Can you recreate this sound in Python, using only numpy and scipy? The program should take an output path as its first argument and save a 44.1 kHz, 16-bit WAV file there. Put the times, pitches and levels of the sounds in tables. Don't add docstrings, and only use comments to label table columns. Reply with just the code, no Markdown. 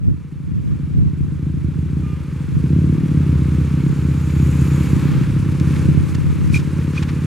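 import sys
import numpy as np
from scipy import signal
from scipy.fft import rfft, irfft
from scipy.io import wavfile

SR = 44100
rng = np.random.default_rng(int(sys.argv[2]) if len(sys.argv) > 2 else 0)


def generate_wav(signal):
    frames = np.transpose(np.atleast_2d(signal))
    scaled = np.clip(frames, -1, 1) * 32767
    pcm = np.round(scaled).astype(np.int16)
    wavfile.write(sys.argv[1], SR, pcm)


N = 320151
TIME = np.arange(N) / SR

# time in seconds, four-stroke cycles a second.
ENGINE_SPEED = [(0.0, 16.59), (0.37, 12.55), (0.73, 12.63), (0.94, 13.33), (1.92, 14.08), (2.02, 15.71),
                (2.24, 12.74), (2.55, 12.29), (2.77, 18.1), (3.02, 18.57), (3.38, 15.38), (3.93, 16.13),
                (4.65, 15.69), (4.95, 16.32), (5.37, 16.01), (6.12, 16.99), (7.26, 17.74)]


def amp(db):
    return 10 ** (np.asarray(db) / 20)


def unit(x):
    return x / np.sqrt(np.mean(x ** 2) + 1e-20)


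def curve(rows, axis=1):
    rows = np.array(rows)
    return np.interp(TIME, rows[:, 0], rows[:, axis])


def spectrum_db(points, hz):
    f, db = np.transpose(points)
    return np.interp(np.log(hz + 1), np.log(f + 1), db)


def noise(points, tilt_db=0):
    hz = np.fft.rfftfreq(N, 1 / SR)
    gain = amp(spectrum_db(points, hz) + tilt_db * np.log2(hz + 1))
    return unit(irfft(rfft(rng.standard_normal(N)) * gain, N))


def wander(per_s):
    return unit(np.interp(TIME * per_s, np.arange(4000), rng.standard_normal(4000)))


def ring(x, points, size=8192):
    log_gain = np.log(amp(spectrum_db(points, abs(np.fft.fftfreq(size, 1 / SR)))))
    response = np.fft.ifft(np.exp(np.conj(signal.hilbert(log_gain)))).real
    return signal.oaconvolve(x, response[:size // 2])[:N]


def below(x, hz, order=2):
    return signal.sosfiltfilt(signal.butter(order, hz, fs=SR, output="sos"), x)


def stereo(mid, side):
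    return np.array([mid + side, mid - side])


def swell(s, length):
    return np.exp(-np.minimum((2 * (TIME - s) / length) ** 2, 50))


def far_horn(start=2.03, end=2.14, fade_s=0.095):
    # pitch in Hz, level in dB.
    partials = [(1212, -49), (2424, -56), (2830, -62)]
    gate = np.clip((TIME - start) / 0.01, 0, 1) * np.exp(-np.maximum(TIME - end, 0) / fade_s)
    tone = sum(amp(db) * unit(np.sin(2 * np.pi * hz * TIME)) for hz, db in partials)
    return gate * tone * amp(1.9 * wander(29.5))


def second_engine(roughness=0.095, weak_below_hz=55):
    # time in seconds, firings a second, level in dB.
    run = [(3.85, 57, -36), (4.15, 62, -31), (4.7, 67.6, -23), (4.97, 73.6, -23.5), (5.18, 65, -23.5),
           (5.3, 55.4, -17), (5.55, 45, -22.5), (5.85, 31, -42)]
    harmonics = [-4.5, 0, -11.5]
    firings = np.cumsum(curve(run) * (1 + .005 * wander(30))) / SR
    drone = unit(sum(amp(db) * np.cos(2 * np.pi * k * firings) for k, db in enumerate(harmonics, 1)))
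    running = (TIME > run[0][0]) & (TIME < run[-1][0])
    level = running * (1 + roughness * wander(45)) * amp(curve(run, axis=2))
    return (drone - below(drone, weak_below_hz)) * level


def wind(breeze_db=-33.5, lumps_db=2.0, mid_db=-13, side_db=-2.0):
    # peak time in seconds, length in seconds, relative level in dB.
    gusts = [(.08, .12, -12), (0.623, 0.33, -15.5), (1.017, 0.15, -10.5), (1.247, 0.13, -19),
             (1.597, 0.64, -29), (2.55, 0.15, -19.5), (3.05, 0.3, -33), (3.907, 0.041, -17),
             (5.11, 0.32, -20.5), (5.504, 0.63, -29), (5.964, 0.32, -16), (6.4, 0.42, -13)]
    # frequency in Hz, relative density in dB.
    buffet = [(20, -17), (54, -5), (104, 5), (200, -4), (320, -19.5), (600, -37), (700, -46.5), (3300, -71)]
    force = amp(breeze_db) + sum(amp(db) * swell(s, length) for s, length, db in gusts)
    lumps = unit(amp(lumps_db * wander(45)))
    return force * lumps * stereo(amp(mid_db) * noise(buffet), amp(side_db) * noise(buffet))


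def brakes(waver=.028, grit_db=3.0, overtone_db=-24, side_db=-10):
    # peak time in seconds, length in seconds, level in dB, pitch in Hz.
    squeaks = [(6.546, 0.0058, -14, 2420), (6.566, 0.023, -20.5, 2375), (6.981, 0.0084, -23.5, 2450)]
    # peak time and rough length in seconds, level in dB, tilt in dB per octave.
    scrapes = [(5.6, 0.0026, -35, 1), (5.764, 0.017, -36, -5), (6.095, 0.048, -47, 6),
               (6.151, 0.008, -34, -1.5), (6.554, 0.046, -33, 1.5), (6.598, .015, -38, -2),
               (6.975, 0.055, -36.5, -3.5), (7.03, 0.012, -30.5, -4), (7.093, 0.015, -29.5, -5.5)]
    # frequency in Hz, relative density in dB.
    rub_colour = [(600, -17), (1000, 3.5), (2500, 6.5), (4200, 3), (7000, 0.5), (11000, -9), (16000, -24)]
    out = np.zeros((2, N))
    for s, length, db, hz in squeaks:
        angle = 2 * np.pi * np.cumsum(hz * (1 + waver * wander(600))) / SR
        tone = np.sin(angle) + amp(overtone_db) * np.sin(2 * angle)
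        squeak = unit(tone * amp(grit_db * wander(900)))
        out += amp(db) * swell(s, length) * squeak * amp([[-.5], [.5]])
    for s, length, db, tilt_db in scrapes:
        rub = noise(rub_colour, tilt_db)
        stroke = np.where(TIME < s, swell(s, length * 1.15), swell(s, length * 1.36))
        out += amp(db) * stroke * stereo(rub, amp(side_db) * rub[::-1])
    return out


def whines(side_db=-11, waver_db=2):
    # peak time and rough length in seconds, centre and width in Hz, level in dB.
    bands = [(3.1, 1.8, 3400, 200, -66.5), (4.75, 0.79, 6850, 400, -54), (4.8, 0.63, 7700, 300, -57),
             (4.8, 0.56, 10800, 900, -57), (4.8, 0.65, 12700, 2400, -57)]
    hz, out = np.fft.rfftfreq(N, 1 / SR), np.zeros((2, N))
    for s, length, centre, width, db in bands:
        gain = 1 / (1 + ((hz - centre) / width) ** 2) ** 2
        mid, side = (unit(irfft(rfft(white) * gain, N)) for white in rng.standard_normal((2, N)))
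        envelope = np.where(TIME < s, swell(s, 2 * length), swell(s, length))
        out += stereo(mid, amp(side_db) * side) * envelope * amp(db + waver_db * wander(50))
    return out


def clatter_and_tyres(cycles, throb_depth=0.1, flutter_db=0.6, clatter_db=5.5, hiss_db=-10.5):
    # frequency in Hz, relative density in dB.
    clatter_colour = [(300, 6), (500, 3.5), (600, -5.5), (700, -22.5), (800, -5), (1000, -3), (1180, -1.5),
                      (1600, -4), (1950, -7), (2300, -5), (2650, -7.5), (3000, -12), (4200, -15.5),
                      (8000, -32.5)]
    tyre_colour = [(1200, 0), (3400, -21), (4500, -0.5), (6200, 4), (7300, 3.5), (8500, 1.5), (11000, -1),
                   (13000, -11), (15800, -27)]
    # time in seconds, relative level in dB.
    approach = [(0, -57.5), (1.7, -51), (3.4, -43), (7.26, -42)]
    # peak time and length in seconds, rise of clatter and of hiss in dB.
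    surges = [(.75, 0.38, 2.5, 1.5), (4.827, 0.89, 4.5, 5.5), (5.13, 0.3, 3, -1.5), (5.77, 0.3, 4, 6)]
    throb = (1 + throb_depth * np.cos(2 * np.pi * 2 * cycles)) * amp(flutter_db * wander(180))
    clatter = stereo(noise(clatter_colour), amp(-19) * noise(clatter_colour)) * unit(throb)
    hiss = stereo(noise(tyre_colour), amp(-9) * noise(tyre_colour)) * amp(1.2 * wander(120))
    clatter_rise, hiss_rise = sum(np.outer(rise, swell(s, length)) for s, length, *rise in surges)
    running = clatter * amp(clatter_rise + clatter_db) + hiss * amp(hiss_rise + hiss_db)
    return amp(curve(approach)) * running


def bangs(cycles, second_fires=.555, uneven_db=2.07, jitter_s=0.00014, spill=0.1):
    first, second = np.zeros((2, N))
    for own, other, offset in ((first, second, 0), (second, first, second_fires)):
        at = np.flatnonzero(np.diff(np.floor(cycles - offset)) > 0)
        force, late, share = rng.standard_normal((len(at), 3)).T
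        at = np.clip(at + np.round(late * jitter_s * SR).astype(int), 0, N - 1)
        own[at] += amp(uneven_db * force)
        other[at] += spill * share
    return first, second


def exhaust(cycles, gas_db=-19, boom_db=-1, bark_db=-12.5, bark_db_per_octave=9.5, idle_hz=13):
    # frequency in Hz, relative gain in dB.
    first_pipe = [(25, -22.5), (45, -34.5), (62, 8.5), (82, 22), (104, 7.5), (125, 15), (165, 12),
                  (215, 1.5), (315, -2.5), (360, -14.5), (510, -27), (610, -37), (700, -56.5), (1100, -63)]
    second_pipe = [(25, -27.5), (45, -10), (74, 7), (102, -3.5), (142, 19), (180, 9.5), (215, 0), (250, 1),
                   (320, -3.5), (365, -12.5), (520, -27.5), (610, -42), (700, -51.5), (1100, -69)]
    # frequency in Hz, relative density in dB.
    gas_colour = [(20, -22), (110, -6), (320, -4.5), (450, -24), (700, -39), (1500, -74)]
    # time in seconds, relative exhaust level in dB.
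    effort = [(0, -30), (.1, -27.5), (.23, -31.5), (.75, -23), (1.9, -19), (2.03, -17), (2.16, -23),
              (2.5, -21), (2.66, -14), (3.75, -15), (4.08, -18), (4.65, -14), (5.2, -16), (5.9, -14.5),
              (6.1, -22), (6.3, -19), (7.26, -19.5)]
    # centre time and length in seconds, gain in dB.
    bass_dips = [(3.04, 0.18, -11), (3.888, 0.19, -17), (5.25, 0.88, -12)]
    first, second = bangs(cycles)
    pipes = ring(first, first_pipe) + ring(second, second_pipe)
    muffled = signal.sosfilt(signal.butter(2, 1500, fs=SR, output="sos"), pipes)
    tailpipe = unit(muffled) + amp(gas_db) * noise(gas_colour)
    boom = below(tailpipe, hz=215)
    revs_db = bark_db_per_octave * np.log2(curve(ENGINE_SPEED) / idle_hz)
    bark = unit(tailpipe - boom) * amp(bark_db + revs_db)
    thump = (unit(boom) * amp(boom_db) + bark) * amp(curve(effort))
    dip_db = sum(db * swell(s, length) for s, length, db in bass_dips)
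    thump += below(thump, hz=113, order=4) * (amp(dip_db) - 1)
    slope = np.gradient(thump)
    return stereo(thump, amp(-18) * slope * thump.std() / slope.std())


def scene():
    cycles = .776 + np.cumsum(curve(ENGINE_SPEED)) / SR
    bike = exhaust(cycles) + clatter_and_tyres(cycles) + whines()
    return bike + second_engine() + wind() + brakes() + far_horn()


def record(dry):
    lowpass = signal.firwin(511, 15800, window=("kaiser", 9), fs=SR)
    return signal.oaconvolve(np.clip(dry, -1, 1), lowpass[None], "same")


dry = scene()
out = record(dry)
generate_wav(out)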